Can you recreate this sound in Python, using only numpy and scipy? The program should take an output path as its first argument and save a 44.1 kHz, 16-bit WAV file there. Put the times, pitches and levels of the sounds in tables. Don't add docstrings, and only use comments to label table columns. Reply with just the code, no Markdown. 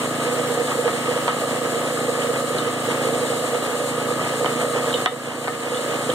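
import sys
import numpy as np
from scipy import signal
from scipy.fft import rfft, irfft
from scipy.io import wavfile
from scipy.ndimage import uniform_filter1d

SR = 44100
rng = np.random.default_rng(int(sys.argv[2]) if len(sys.argv) > 2 else 0)


def persist_wave(psi):
    counts = np.round(np.clip(psi, -1, 1) * 32767).astype(np.int16)
    wavfile.write(sys.argv[1], SR, np.atleast_2d(counts).T)


N = 270774
TIME = np.arange(N) / SR
FIRING_HZ = 27.86

# frequency in Hz, width in Hz, relative peak in dB.
DRUM_MODES = [(463.5, 57, -1), (488.6, 49, 1), (560.5, 30, -8.5), (619, 66, -12), (724, 36, -13)]


def undb(db):
    return 10 ** (np.asarray(db) / 20)


def level(x, db):
    return x * undb(db) / np.sqrt(np.mean(x ** 2))


def along(points, hz):
    f, value = np.transpose(points)
    return np.interp(np.log(hz + 1), np.log(f), value)


def curve(rows):
    return np.interp(TIME, *np.transpose(rows))


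def ring(x, response):
    return signal.fftconvolve(x, response)[:N]


def highpass(x, hz):
    return signal.sosfilt(signal.butter(2, hz, "high", fs=SR, output="sos"), x)


def colour(points, size=8192):
    spectrum_db = along(points, np.fft.rfftfreq(size, 1 / SR))
    cepstrum = irfft(np.log(undb(spectrum_db)))
    cepstrum[1:size // 2] *= 2
    cepstrum[size // 2 + 1:] = 0
    return irfft(np.exp(rfft(cepstrum)))


def body(modes, size=8192):
    t = TIME[:size]
    response = np.zeros(size)
    for k, (hz, width_hz, db) in enumerate(modes):
        decay = np.exp(-np.pi * width_hz * t)
        response += (-1) ** k * undb(db) * width_hz * decay * np.sin(2 * np.pi * hz * t)
    return response


def walk(rate_hz):
    k = int(SR / rate_hz)
    steps = np.repeat(rng.standard_normal(N // k + 1), k)
    smooth = uniform_filter1d(uniform_filter1d(steps, k), k)
    return level(smooth[:N], 0)


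def strokes(cycle, scatter_db):
    at = np.flatnonzero(np.diff(np.floor(cycle)) > 0)
    pulses = np.zeros(N)
    pulses[at] = undb(scatter_db * rng.standard_normal(len(at)))
    return pulses


def grains(rate_hz, spread_db):
    hit = rng.random(N) < rate_hz / SR
    sign = rng.choice([-1, 1], N)
    return hit * sign * undb(spread_db * rng.standard_normal(N))


def burst(decay_s, size=8192):
    x = rng.standard_normal(size) * np.exp(-TIME[:size] / decay_s)
    return x / np.linalg.norm(x)


def strike(rattle_db, decay_s):
    push = undb(rattle_db) * burst(decay_s)
    push[0] += 1
    return push


def add(track, s, sound, db):
    start = int(s * SR)
    part = sound[:N - start] * np.sqrt(0.01 * SR) / np.linalg.norm(sound)
    track[start:start + len(part)] += undb(db) * part


def exhaust(cycle):
    # multiple of the firing rate, relative level in dB.
    exhaust_note = [(1, -67), (2, -45), (3, -39), (4, -8.5), (5, -1.5), (6, -6), (7, -20), (8, -4),
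                    (9, 4.5), (10, -6.5), (11, -3), (12, -2.5), (13, -15.5), (14, -16.5)]
    waver_db = 1.2
    spectrum = [(k * FIRING_HZ, db) for k, db in exhaust_note]
    spectrum += [(520, -5.5), (800, -31.0), (2000, -100.5)]  # Hz, dB
    pipe = colour(spectrum)
    firings = strokes(cycle, scatter_db=0.33) * undb(waver_db * walk(5.17))
    puffs = rng.standard_normal(N) * np.exp(-(cycle % 1) / .25)
    return level(ring(firings, pipe), -31.5) + level(ring(puffs, pipe), -51.5)


def valve_gear(cycle):
    # share of the cycle after the firing, relative level in dB.
    valve_taps = [(-.15, -9), (.35, -10.5)]
    # frequency in Hz, width in Hz, relative peak in dB.
    casing_modes = [(577, 28, 13.5), (1112, 50, 4.5), (1239.5, 100, 11.5), (1284, 19, 13.5), (1656, 23, 5),
                    (1801, 31, 2)]
    taps, rattle = np.zeros(N), np.zeros(N)
    for turn, db in valve_taps:
        taps += undb(db) * strokes(cycle - turn, scatter_db=0.0)
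        rattle += undb(db) * rng.standard_normal(N) * np.exp(-((cycle - turn) % 1) / 0.11)
    clatter = level(taps, 0) + level(rattle, -3.5)
    return level(highpass(ring(clatter, body(casing_modes)), hz=328), -31.0)


def drum_jolts(cycle):
    # share of the cycle after the firing, relative level in dB.
    jolt_times = [(-.19, 0), (.3, -3.5)]
    jolts = sum(undb(db) * strokes(cycle - turn, scatter_db=3) for turn, db in jolt_times)
    return level(highpass(ring(jolts, body(DRUM_MODES)), hz=430), -32.5)


def drum_boom(crank):
    # time in seconds, level in dB before the surge.
    boom_swell = [(0, -31), (0.55, -27.5), (1.1, -33.5), (1.4, -30.5), (2.3, -28), (2.78, -33.5),
                  (3.1, -26), (4.0, -30), (4.85, -28), (5.05, -34.5), (6.14, -31)]
    surge_hz, surge_crest_s, surge_db = 3.42, .282, 1
    tumble = grains(rate_hz=2000, spread_db=1) * undb(4 * np.cos(2 * np.pi * (crank + .3)))
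    surge = surge_db * np.cos(2 * np.pi * surge_hz * (TIME - surge_crest_s))
    boom = highpass(ring(tumble, body(DRUM_MODES)), hz=380)
    return level(boom, curve(boom_swell) + surge)


def stones(crank):
    # frequency in Hz, relative density in dB per Hz.
    churn_spectrum = [(30, -25), (60, -23.5), (110, -5.5), (200, -1.5), (320, 4), (400, 3), (700, 3),
                      (950, 1.5), (1450, -2), (1900, -1), (2500, -4.5), (3100, -3), (4300, -18),
                      (5400, -16), (9000, -27.5)]
    shake_db = -0.64
    contacts = level(grains(rate_hz=1500, spread_db=0.7), 0) + level(rng.standard_normal(N), -1.5)
    jostle = undb(1.67 * walk(30) + shake_db * np.cos(2 * np.pi * crank))
    return level(ring(contacts * jostle, colour(churn_spectrum)), -28)


def sand():
    # frequency in Hz, relative density in dB per Hz.
    hiss_spectrum = [(2000, -31.5), (4000, 2.5), (5800, -12), (7000, 1.5), (8500, 3.5), (9900, -4.5),
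                     (11300, -7.5), (11900, -11), (12600, -12), (14800, -10.5), (16000, -67)]
    # time in seconds, level in dB.
    sand_swell = [(0, -34.5), (.4, -32.5), (1.35, -34), (1.8, -32.5), (2.5, -33.5), (2.68, -36),
                  (3.05, -32.5), (3.85, -33), (4.0, -34.5), (4.3, -32.5), (5.2, -34.5), (6.14, -34)]
    slide = rng.standard_normal(N) * undb(1.23 * walk(40))
    return level(ring(slide, colour(hiss_spectrum)), curve(sand_swell))


def gravel(crank):
    return stones(crank) + sand()


def lumps():
    # start in seconds, level in dB before trim_db, boom of the spot in Hz.
    lump_drops = [(0.312, -23, 510), (0.351, -19.5, 520), (0.564, -23, 490), (0.595, -16.5, 477),
                  (0.745, -25, 500), (0.78, -15, 496), (0.849, -14.5, 490), (0.924, -19.5, 490),
                  (1.081, -18, 505), (1.155, -18, 506), (2.003, -37, 487), (2.082, -16.5, 498),
                  (2.284, -21, 485), (2.323, -32, 477), (2.375, -20, 533), (2.5, -17, 515),
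                  (2.54, -19.5, 496), (2.612, -21, 485), (2.663, -16.5, 493), (2.879, -15, 500),
                  (2.984, -19, 510), (3.043, -16, 530), (3.093, -20.5, 470), (3.18, -19, 510),
                  (3.248, -20, 505), (3.36, -18.5, 510), (3.43, -17.5, 510), (3.484, -27, 530),
                  (3.722, -26, 474), (4.105, -16, 482), (4.259, -17, 480), (4.397, -22, 570),
                  (4.437, -17, 500), (4.582, -27, 505), (4.614, -20, 480), (4.723, -33, 504),
                  (4.76, -15, 493), (4.829, -20, 517), (4.867, -14, 485), (4.938, -20, 510),
                  (5.114, -14.5, 490), (5.748, -19, 505), (6.086, -12.5, 515)]
    width_hz, trim_db = 47, -2
    out = np.zeros(N)
    for s, db, hz in lump_drops:
        push = body([(hz, width_hz, 0)])
        add(out, s, signal.fftconvolve(push, body(DRUM_MODES)), db + trim_db)
    return out


def clinks():
    # start in seconds, level in dB, ring of the clink in Hz.
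    clink_hits = [(0.673, -34, 3200), (1.2795, -25.5, 3140), (1.293, -35, 3630), (2.221, -30, 3160),
                  (2.585, -26.5, 4050), (3.268, -34, 3400), (4.458, -27, 3100), (4.929, -30, 3760),
                  (4.9402, -22, 3080), (4.9435, -28, 3910), (4.949, -33, 3700), (5.060, -19, 3300),
                  (5.063, -19.5, 3640), (5.746, -30, 3270), (5.772, -31, 3540), (6.101, -26.5, 3180)]
    # frequency in Hz, width in Hz, relative peak in dB.
    bright_modes = [(2960, 40, 8), (3260, 35, 4), (3140, 17, -30), (3640, 14, 10)]
    ring_width_hz, modes_db = 150, -3
    out = np.zeros(N)
    for s, db, hz in clink_hits:
        steel = level(body([(hz, ring_width_hz, 0)]), 0) + level(body(bright_modes), modes_db)
        contact = strike(rattle_db=-9, decay_s=.005)
        add(out, s, highpass(signal.fftconvolve(contact, steel), hz=2400), db)
    return out


def knocks():
    # start in seconds, level in dB, ring of the struck spot in Hz.
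    stone_hits = [(0.879, -21, 1140), (0.887, -27, 1290), (1.2805, -15.5, 1070), (1.2835, -27, 830),
                  (1.289, -21, 1230), (1.297, -29, 1300), (4.446, -21, 1150), (4.4611, -18.5, 740),
                  (4.466, -27, 1040), (5.0605, -11.5, 1820), (5.0631, -9.5, 800), (5.0641, -16, 1400),
                  (5.071, -17, 1310), (5.079, -23, 1040), (5.4751, -20.5, 1150), (5.481, -15.5, 734)]
    # frequency in Hz, relative density in dB per Hz.
    blow_spectrum = [(60, -13), (250, 0), (750, 29), (1250, 21), (1800, 18), (2200, 21), (3500, -0.5),
                     (4300, 12), (6000, -14), (12000, -25)]
    # frequency in Hz, width in Hz, relative peak in dB.
    wall_modes = [(742, 16, 13), (883, 19, -3.5), (1220, 24, 6), (1280, 19, 18), (1525, 38, -5.5),
                  (1650, 16, -5), (1814, 38, 8.5)]
    spot_width_hz = 373
    out = np.zeros(N)
    for s, db, hz in stone_hits:
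        spot = level(body([(hz, spot_width_hz, 0)]), 0)
        steel = spot + level(colour(blow_spectrum), -3) + level(body(wall_modes), -0.55)
        contact = strike(rattle_db=-9, decay_s=.008)
        add(out, s, highpass(signal.fftconvolve(contact, steel), hz=400), db)
    return out


def ports(direct, diffuse):
    # frequency in Hz, phase in radians by which left leads.
    port_phase = [(100, -.12), (1400, 0), (2000, -2.4), (2400, -3.1), (2700, -3.2), (3300, -6.2),
                  (4050, -6.3), (4400, -3.5), (4950, -3.1), (6300, 1.2), (7500, -2.7), (8600, -6.3),
                  (9500, -7.8), (12500, -15.6)]
    # frequency in Hz, left minus right in dB.
    port_balance = [(60, -1.2), (250, -3.3), (400, -4.2), (600, -3.3), (1000, 0), (1350, 0), (1650, 4.7),
                    (2350, 0), (2600, -.3), (3100, -4.7), (3550, 0), (5000, 0), (6900, 5), (8500, 2.5),
                    (10200, -1.5)]
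    # frequency in Hz, likeness of the ports from 0 to 1.
    port_likeness = [(40, .7), (100, .93), (900, .925), (1250, .99), (1550, .7), (1900, .5), (2200, .72),
                     (2380, .97), (2480, .995), (2620, .93), (2950, .35), (3150, .28), (3650, .9),
                     (4180, .1), (4780, .9), (5500, .15), (8700, .45), (11000, .15)]
    hz = np.fft.rfftfreq(N, 1 / SR)
    like = np.clip(along(port_likeness, hz), 0, .995)
    common = np.sqrt((1 + like) / 2) * rfft(direct)
    apart = np.sqrt((1 - like) / 2) * rfft(diffuse)
    lean = undb(along(port_balance, hz) / 2) * np.exp(.5j * along(port_phase, hz))
    left = irfft((common + apart) * lean, N)
    right = irfft((common - apart) / lean, N)
    return np.array([left, right])


def scene():
    # time in seconds, firings per second.
    engine_speed = [(0.0, 27.875), (0.3, 27.76), (0.5, 28.084), (0.8, 27.734), (1.2, 27.888), (1.7, 27.85),
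                    (1.8, 27.585), (2.0, 28.177), (2.3, 27.721), (2.8, 28.056), (3.1, 27.547),
                    (3.3, 28.622), (3.6, 27.427), (3.8, 28.459), (4.0, 27.749), (5.0, 27.949),
                    (5.2, 27.702), (5.4, 28.13), (5.7, 27.834), (6.1, 27.929)]
    first_firing_s, scatter_db = .0039, -2
    cycle = np.cumsum(curve(engine_speed)) / SR - FIRING_HZ * first_firing_s
    crank = 2 * (cycle + .04)
    machine = exhaust(cycle) + valve_gear(cycle) + drum_jolts(cycle) + drum_boom(crank)
    hits = lumps() + clinks() + knocks()
    scatter = burst(decay_s=0.037)
    diffuse = ring(machine + undb(scatter_db) * hits, scatter) + gravel(crank)
    return ports(machine + hits + gravel(crank), diffuse)


def gain_control(x, threshold_db, recover_db_per_s, attack_s):
    pole = np.exp(-1 / (attack_s * SR))
    power = signal.lfilter([1 - pole], [1, -pole], np.mean(x ** 2, axis=0))
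    excess_db = np.maximum(10 * np.log10(power + 1e-12) - threshold_db, 0)
    recovery_db = recover_db_per_s * TIME
    return x * undb(recovery_db - np.maximum.accumulate(excess_db + recovery_db))


def record(dry):
    thin = highpass(dry, hz=50.0)
    held = gain_control(thin, threshold_db=-12.0, recover_db_per_s=9.0, attack_s=0.0012)
    top_hz, ripple_db, stop_db = 15600, .2, 70
    top_cut = signal.ellip(8, ripple_db, stop_db, top_hz, fs=SR, output="sos")
    return signal.sosfilt(top_cut, np.tanh(held))


dry = scene()
out = record(dry)
persist_wave(out)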